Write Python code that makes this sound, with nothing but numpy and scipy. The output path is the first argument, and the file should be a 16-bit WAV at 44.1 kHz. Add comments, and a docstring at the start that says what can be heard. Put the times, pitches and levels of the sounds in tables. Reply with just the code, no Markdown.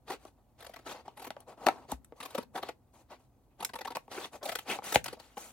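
"""Scissors cut the header off a stiff card package, close to a phone above a craft table in a small room.
The card parts in jerks and friction grains rasp between them; each contact excites a resonant sheet
whose pitch changes as it bends, plus shaped noise clicks. The card snaps as it is flexed and as the strip
comes free, the steel ticks as damped modes, and the hands jolt softly as slow ones.
A short diffuse room tail and faint low air noise surround it."""
import sys
import numpy as np
from scipy import signal
from scipy.fft import rfft, irfft
from scipy.io import wavfile

SR = 44100
rng = np.random.default_rng(int(sys.argv[2]) if len(sys.argv) > 2 else 0)


def wav_record(signal):
    """Record a signal, one row per channel, as 16-bit PCM in the file named by sys.argv[1]."""
    frames = np.transpose(np.atleast_2d(signal))
    bounded = np.clip(frames, -1, 1)
    # unit amplitude maps onto the largest positive 16-bit level
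    quanta = np.round(bounded * 32767).astype(np.int16)
    wavfile.write(sys.argv[1], SR, quanta)


N = 243644
TIME = np.arange(N) / SR
RING = TIME[:8192]  # time axis of every ringing response [s]

# Groups of jerks as the card parts, spaced evenly within each group; crack, fizz and edge relative to the sheet:
# (first jerk [s], last jerk [s], count, jerk length [s], sheet level [dB], swell over the group [dB],
#  crack [dB], fizz [dB], steel edge [dB], sheet pitch [Hz])
JERK_GROUPS = [(0.099, 0.116, 2, 0.018, -36.5, -4, -10, -12, -27, 800),
               (0.604, 0.664, 4, 0.012, -53, 4.5, -0.5, -5.5, -5.5, 690),
               (0.736, 0.76, 2, 0.012, -50.5, 1, 0, -8, -11, 720),
               (1.17, 1.266, 5, 0.017, -46, 6.5, -5.5, -11.5, -7, 805),
               (2.201, 2.251, 3, 0.018, -42.5, 1, -4, -6.5, -6.5, 1126),
               (2.346, 2.377, 2, 0.015, -30.5, 1, -10.5, -14, -17, 526),
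               (2.552, 2.574, 2, 0.021, -38, -1, -5, -16.5, -26, 900),
               (2.627, 2.686, 2, 0.013, -36, 0, -6, -16, -25.5, 653),
               (3.603, 3.624, 2, 0.015, -39.5, 4, -6.5, -9.5, -10, 920),
               (3.734, 3.753, 2, 0.015, -40, 3, -5.5, -9, -12, 940),
               (3.785, 3.808, 2, 0.015, -42.5, 3, -3, -11, -11.5, 880),
               (3.847, 3.87, 2, 0.017, -37.5, 0.5, -7, -13, -22, 910),
               (3.903, 3.916, 2, 0.013, -43, -3, -7, -13.5, -22, 890),
               (4.428, 4.454, 2, 0.015, -37.5, 7, -8, -7.5, -25, 610),
               (4.486, 4.517, 2, 0.018, -37.5, -3, 0.5, -4, -18, 690),
               (4.552, 4.586, 2, 0.011, -43.5, -6, 6.5, 3.5, -21, 785),
               (4.922, 4.943, 2, 0.0096, -35.5, 1.5, 0.5, 0, -5, 830),
               (5.058, 5.079, 2, 0.013, -43, -4, 2.5, -1.5, -23, 950)]
# Further single jerks of parting card; crack and fizz are relative to the sheet:
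# (time [s], sheet level [dB], crack [dB], fizz [dB], sheet pitch [Hz])
SINGLE_JERKS = [(0.138, -46, -7, -26, 550), (0.692, -48, -13, -14, 680), (0.788, -54.5, -5, -10.5, 676),
                (0.861, -45, 0.5, -32, 860), (1.661, -35.5, 0, -5.5, 645), (2.303, -54, -2, -1.5, 940),
                (2.425, -53, -3, -7.5, 955), (3.69, -50, -2.5, -8, 1080), (3.95, -37, -3, -7.5, 884),
                (4.175, -38.5, -6, -24, 440), (4.473, -44.5, -3.5, -7, 706), (5.126, -40, -9.5, -11.5, 480),
                (5.168, -52.5, -17, -24, 645), (5.196, -52, -2, -5, 804), (5.369, -36.5, -13.5, -21, 820)]
SINGLE_JERK_S = 0.015  # length of a single jerk
EDGE_HZ, EDGE_T60 = 11380, 0.0025  # the steel edge sings as it cuts: pitch [Hz], decay [s]


def jerks(bend_spread=0.017):
    """Stick-slip: the card parts in groups of jerks that ring sheet and steel edge, and in further single jerks."""
    out = np.zeros(N)
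    for first, last, count, length, db, swell, crack, fizz, edge, hz in JERK_GROUPS:
        for progress in np.linspace(0, 1, round(count)):
            s = first + progress * (last - first)
            level = db + swell * (progress - .5)
            bent_hz = hz * np.exp(bend_spread * rng.standard_normal())
            force, sound = jerk(length, level, crack, fizz, bent_hz)
            add(out, s, sound)
            edge_sound = signal.fftconvolve(force, ring([(EDGE_HZ, 0, EDGE_T60)]))
            add(out, s, burst(edge_sound, level + edge))
    for s, db, crack, fizz, hz in SINGLE_JERKS:
        _, sound = jerk(SINGLE_JERK_S, db, crack, fizz, hz)
        add(out, s, sound)
    return out


def jerk(length, db, crack, fizz, hz, lean=0.58):
    """Fracture as a swell of impulses: fibres break in a lobe leaning early; returns force and sound."""
    progress = np.linspace(0, 1, int(length * SR))
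    swell = np.sin(np.pi * progress ** lean)
    force = fibres(len(progress), per_s=9000, spread_db=3) * swell
    return force, excite(force, hz, db, db + crack, db + fizz)


def fibres(n, per_s, spread_db):
    """Sparse impulse noise: random tiny breaks of either sign, a few much larger than the rest."""
    when, size, sign = rng.random((3, n))
    strength = undb(-spread_db * np.log(np.maximum(size, .02)))
    return (when < per_s / SR) * strength * np.sign(sign - .5)


# Lower colour of parting fibres: (frequency [Hz], level [dB])
CRACK = [(700, -49), (1300, 2), (1650, -1.5), (2300, -1), (3300, -3.5), (4500, -3.5), (5800, -11.5),
         (8000, -25.5)]
# Upper colour of parting fibres: (frequency [Hz], level [dB])
FIZZ = [(4000, -30), (6000, 0.5), (9600, -0.5), (10700, -2.5), (11900, -1.5), (13500, -7), (16000, -9.5)]


def excite(force, hz, body_db, crack_db, fizz_db, tilt=0.67, usual_db=5):
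    """Source-filter: a contact rings the sheet and radiates crack and fizz; less fizz also darkens their colour."""
    tilt_db = tilt * (fizz_db - crack_db + usual_db)
    parts = (
        (sheet(hz), body_db),
        (click(varied(CRACK, tilt_db)), crack_db),
        (click(varied(FIZZ, tilt_db)), fizz_db),
    )
    out = np.zeros(len(force) + len(RING))
    for response, db in parts:
        add(out, 0, burst(signal.fftconvolve(force, response), db))
    return out


def varied(points, tilt_db, vary_db=2):
    """Spectral tilt in dB per octave, with scatter: no two bunches of fibres have quite the same colour."""
    hz, db = np.transpose(points)
    octaves = np.log2(hz / hz[0])
    return np.transpose([hz, db + tilt_db * octaves + vary_db * rng.standard_normal(len(hz))])


# Fixed modes of the card sheet: (frequency [Hz], level [dB], free decay t60 [s])
SHEET = [(243.6, -4.5, 0.073), (308, -6.5, 0.053), (411, -6.5, 0.067), (506, -0.5, 0.045),
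         (618, -2.5, 0.032), (761, 1.5, 0.033), (849, -1.5, 0.057), (951.5, -3, 0.055), (1140, -2.5, 0.035),
         (1277, -13, 0.044)]


def sheet(hz, bend_t60=0.023, modes_db=-3.0, radiate_hz=260):
    """Modal resonance: fixed modes plus one resonance set by the bend; a small sheet radiates little bass."""
    bend = ring([(hz, 0, bend_t60)])
    swing = bend + undb(modes_db) * ring(SHEET)
    return signal.lfilter(*signal.butter(2, radiate_hz, "high", fs=SR), swing)


def slide(catch_db=1, catch_hz=130, trim_db=-1):
    """Granular friction: fine grains catch and ease at random as blades and fingers slide on the card."""
    knots = np.arange(0, N, SR / catch_hz)
    wander = np.interp(np.arange(N), knots, rng.standard_normal(len(knots)))
    catch = undb(catch_db * wander)

    def rub(response):
        """Convolution: a fresh stream of grains drives one response."""
        return signal.fftconvolve(fibres(N, per_s=20000, spread_db=2) * catch, response)[:N]

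    # the contact keeps moving, so each mode has its own grains; here its decay is halved
    body = sum(undb(db) * rub(ring([(hz, 0, t60 * .5)])) for hz, db, t60 in SHEET)
    body = signal.lfilter(*signal.butter(2, 220, "high", fs=SR), body)
    layers = body, rub(click(CRACK)), rub(click(FIZZ))
    levelled = sum(x / x.std() * level for x, level in zip(layers, stroke_levels()))
    return undb(trim_db) * levelled


# Strokes of blades and fingers on card, before the slide's trim; crack and fizz are relative to the sheet:
# (time [s], length [s], sheet level [dB], swell over the stroke [dB], crack [dB], fizz [dB])
STROKES = [(0.081, 0.056, -46.5, 7, -3, -9), (0.197, 0.087, -63, 5.5, -5, -6),
           (0.383, 0.027, -69, -4, -22, -32), (0.591, 0.24, -66, -9.5, -0.5, -5.5),
           (0.864, 0.06, -44.5, 3.5, -2.5, -7), (0.945, 0.065, -50.5, -8, -7, -17),
           (1.058, 0.082, -61, -13, -9.5, -16), (1.17, 0.086, -56, 8, -4, -6),
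           (1.336, 0.084, -63, 7, -12, -17), (1.481, 0.052, -50.5, -3.5, -12.5, -16.5),
           (1.578, 0.069, -48.5, 14, -14, -18), (1.686, 0.17, -51.5, -15.5, -13, -18.5),
           (1.888, 0.035, -46.5, 11.5, -8, -10.5), (2.165, 0.087, -58.5, 7, -10, -8.5),
           (2.22, 0.2, -58.5, 4, -1.5, -6.5), (2.556, 0.03, -39.5, -5, -14, -12),
           (2.627, 0.073, -52.5, -2, -2.5, -12.5), (2.941, 0.08, -63, -2, -8, -5),
           (3.11, 0.049, -56.5, -11, -2.5, -12.5), (3.197, 0.056, -74, -6.5, -3.5, -3),
           (3.598, 0.067, -53.5, -4, -9, -13), (3.99, 0.064, -73, -4, -6, -5),
           (4.116, 0.14, -46, 0.5, -1.5, -5.5), (4.332, 0.027, -49, 2, -6, -5.5),
           (4.444, 0.19, -54.5, -17, -5, -1), (4.652, 0.036, -51.5, 19.5, -2.5, -8.5),
           (4.7, 0.07, -40, -11, -3, -6), (4.842, 0.078, -47, 0.5, 2, 2.5),
           (4.948, 0.012, -40, -7.5, 3.5, 8), (5.047, 0.1, -59, -5.5, 2.5, -5),
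           (5.196, 0.15, -65.5, -8.5, 0.5, -2), (5.377, 0.13, -58, -7.5, 0.5, 5.5)]
# The held card never quite rests, before the slide's trim: (sheet [dB], crack [dB], fizz [dB])
GRIP_DB = (-79, -86, -88.5)
STROKE_ATTACK_S, STROKE_RELEASE_S = 0.007, 0.013  # time constants of taking hold and letting go


def stroke_levels():
    """Power addition: strokes take hold, swell or ease, and let go, over the resting grip."""
    power = undb(GRIP_DB)[:, None] ** 2 + np.zeros(N)
    for s, length, db, swell, crack, fizz in STROKES:
        progress = np.clip((TIME - s) / length, 0, 1)
        before = np.maximum(s - TIME, 0) / STROKE_ATTACK_S
        after = np.maximum(TIME - s - length, 0) / STROKE_RELEASE_S
        fade = np.exp(-np.minimum(before + after, 20))
        envelope = undb(db + swell * (progress - .5)) * fade
        power += np.outer(undb([0, crack, fizz]), envelope) ** 2
    return np.sqrt(power)


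# Card chafing against a blade: (time [s], length [s], level [dB], pitch [Hz])
CHAFES = [(0.846, 0.15, -64, 4700), (1.077, 0.018, -61, 3180), (2.169, 0.13, -67, 4370),
          (3.09, .07, -53.5, 805), (3.489, 0.06, -83, 2500), (4.215, 0.051, -49.5, 3540),
          (4.325, 0.055, -52, 630), (4.405, 0.049, -50, 780), (4.675, .085, -40, 2580)]


def chafes(edge_t60=0.0039):
    """Friction-driven resonance: dense slips ring one well-damped resonance of the card."""
    out = np.zeros(N)
    for s, length, db, hz in CHAFES:
        n = int(length * SR)
        slips = fibres(n, per_s=9000, spread_db=0.5) * np.hanning(n)
        rasp = signal.fftconvolve(slips, ring([(hz, 0, edge_t60)]))[:n]
        rasp = signal.lfilter(*signal.butter(2, hz / 2, "high", fs=SR), rasp)
        add(out, s, rasp / rasp.std() * undb(db))
    return out


# The sheet flicking or snapping: (time [s], body [dB], crack [dB], fizz [dB], sheet pitch [Hz])
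SNAPS = [(0.252, -47.5, -59, -62, 640), (1.08, -41.5, -60, -68, 840), (1.305, -40, -44, -52.5, 637),
         (1.366, -44.5, -54.5, -74, 550), (1.667, -22, -27.5, -36, 726), (1.673, -24, -36, -57, 625),
         (1.686, -20.0, -27.5, -42.5, 792), (2.123, -46.5, -69.5, -100, 465), (3.969, -34.0, -42, -46, 883),
         (4.08, -51, -67, -74, 840), (4.788, -37, -49.5, -64.0, 840), (4.822, -48.5, -66, -78, 1000),
         (4.9579, -17.5, -23, -37, 827)]


def snaps(crumble_s=0.0023, crumble_db=-4):
    """Impulse excitation: one sharp release of the sheet, then a few milliseconds of crumbling edge."""
    out, t = np.zeros(N), RING[:1024]
    for s, body, crack, fizz, hz in SNAPS:
        crumble = fibres(len(t), per_s=7700, spread_db=4.5) * np.exp(-t / crumble_s)
        force = undb(crumble_db) * unit(crumble)
        force[0] += 1
        add(out, s, excite(force, hz, body, crack, fizz))
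    return out


# Steel ticking on steel: (time [s], level [dB])
TICKS = [(1.404, -55.5), (1.9172, -38.5), (2.046, -57.5), (3.648, -30.5), (5.042, -37.5)]
# Modes of the blades: (frequency [Hz], level [dB], decay t60 [s])
BLADES = [(5180, -6, 0.043), (8200, 2.5, 0.012), (9790, 2, 0.021), (11600, 4, 0.012)]


def ticks(scrape_s=0.0029, ring_db=-3):
    """Damped modal impact: blade meets blade in a tiny noise scrape and a ring damped by the hand."""
    out = np.zeros(N)
    for s, db in TICKS:
        force = rng.standard_normal(len(RING)) * np.exp(-RING / scrape_s)
        scrape = signal.lfilter(click(FIZZ) + .5 * click(CRACK), 1, force)
        add(out, s, burst(unit(scrape) + undb(ring_db) * ring(BLADES), db))
    return out


# Soft jolts of hands and sheet: (time [s], level [dB], pitch [Hz], decay t60 [s])
JOLTS = [(1.666, -37.5, 252, 0.03), (1.921, -33, 844, 0.031), (1.924, -37, 251, 0.059),
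         (1.931, -38.5, 61, 0.17), (4.96, -34.5, 121, 0.05), (4.961, -41, 60, 0.14)]


def jolts(push_s=0.00067):
    """Single-mode response: a soft push, with a gradual onset, swings one damped mode."""
    out = np.zeros(N)
    for s, db, hz, t60 in JOLTS:
        onset = 1 - np.exp(-RING / push_s)
        add(out, s, burst(ring([(hz, 0, t60)]) * onset, db))
    return out


def near_path(dry, lag, smear_s=0.0015):
    """Decorrelation: treble is partly smeared by short random responses, new per ear and block, for stereo width."""
    low, high = (signal.butter(3, 1400, kind, fs=SR) for kind in ("low", "high"))
    direct = np.pad(dry, (lag, 0))[:N]  # lag in samples
    treble = signal.lfilter(*high, direct)
    smeared, hop = np.zeros(N), 256
    for start in range(0, N, hop):
        response = unit(rng.standard_normal(hop) * np.exp(-RING[:hop] / smear_s))
        add(smeared, start / SR, np.convolve(treble[start:start + hop], response))
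    return signal.lfilter(*low, direct) + .7 * treble + .7 * smeared


# Room decay by band: (centre frequency [Hz], decay t60 [s], level [dB])
ROOM = [(120, 1, -9), (343, 0.14, -12), (911, 0.15, -19), (2240, 0.11, -9), (5800, 0.13, -13),
        (12000, 0.11, -14.5)]


def room(build_s=0.0024):
    """Diffuse reverberation: band-filtered decaying noise forms the short tail of a small furnished room."""
    out = 0
    for hz, t60, db in ROOM:
        band = signal.butter(2, [hz / 1.6, min(hz * 1.6, .45 * SR)], "band", fs=SR)
        decay = undb(-60 * RING / t60)
        build = 1 - np.exp(-RING / build_s)
        tail = rng.standard_normal(len(RING)) * decay * build
        out = out + undb(db) * signal.lfilter(*band, unit(tail))
    return out


# Spectrum of the still air of the room: (frequency [Hz], level [dB])
AIR = [(20, -26), (48, 5.5), (85, 0.5), (130, 3), (170, -12), (250, -2), (400, -14), (750, -13.5),
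       (1200, -25.5), (2500, -50.5), (6000, -41.5), (16000, -36)]
AIR_DB = -65.5  # RMS level over both ears


def air(side_db=-12):
    """Mid-side coherence: faint steady room rumble, nearly alike at both ears in the bass."""
    hz = np.fft.rfftfreq(N, 1 / SR)
    mid, side = rfft(rng.standard_normal((2, N))) * undb(gain_db(AIR, hz))
    side = side * np.minimum(undb(side_db) + hz / 5000, 1)
    both = irfft([mid + side, mid - side], N)
    return both * undb(AIR_DB) / both.std()


def ring(modes, place_db=4.0):
    """Modal superposition: decaying sines; the place of contact sets each one's strength and sense."""
    out = 0
    for (hz, db, t60), (strength, sense) in zip(modes, rng.standard_normal((len(modes), 2))):
        gain = np.sign(sense) * undb(db + place_db * strength)
        decay = np.exp(-np.log(1000) * RING / t60)
        out = out + gain * decay * np.sin(2 * np.pi * hz * RING)
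    return unit(out)


def click(points, size=512):
    """Minimum phase: folding the cepstrum gives a causal click with the given spectrum."""
    log_gain = np.log(undb(gain_db(points, np.fft.rfftfreq(size, 1 / SR))))
    cepstrum = irfft(log_gain)
    cepstrum[1:size // 2] *= 2
    cepstrum[size // 2 + 1:] = 0
    return unit(irfft(np.exp(rfft(cepstrum))))


def gain_db(points, hz):
    """Log-frequency interpolation: read a spectrum's level at the given frequencies."""
    f, db = np.transpose(points)
    return np.interp(np.log(hz + 1), np.log(f), db)


def undb(db):
    """Decibel law: level to amplitude gain."""
    return 10 ** (np.asarray(db) / 20)


def unit(x):
    """Energy normalization: scale to an energy of one."""
    return x / np.sqrt(np.sum(x ** 2))


def burst(x, db):
    """Energy equivalence: scale a short sound to the energy of 10 ms at the given level."""
    return unit(x) * undb(db) * np.sqrt(SR / 100)


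def add(track, s, x):
    """Linear superposition: mix a sound in at time s."""
    i = max(round(s * SR), 0)
    track[i:i + len(x)] += x[:max(N - i, 0)]


def scene(left_db=1.0):
    """Interaural differences: contacts close to the microphone pair, slightly left by level and lag."""
    dry = jerks() + snaps() + ticks() + jolts() + chafes() + slide()
    ears = []
    for lag in (0, 2):  # samples
        reverberant = signal.fftconvolve(dry, room())[:N]
        ears.append(near_path(dry, lag) + reverberant)
    return np.array(ears) * undb([[left_db], [-left_db]]) + air()


def record(dry):
    """Band limitation: the phone cuts the deepest bass and the top."""
    dry = signal.sosfilt(signal.butter(3, 38, "high", fs=SR, output="sos"), dry)
    return signal.sosfilt(signal.ellip(10, .2, 80, 15900, fs=SR, output="sos"), dry)


dry = scene()
out = record(dry)
wav_record(out)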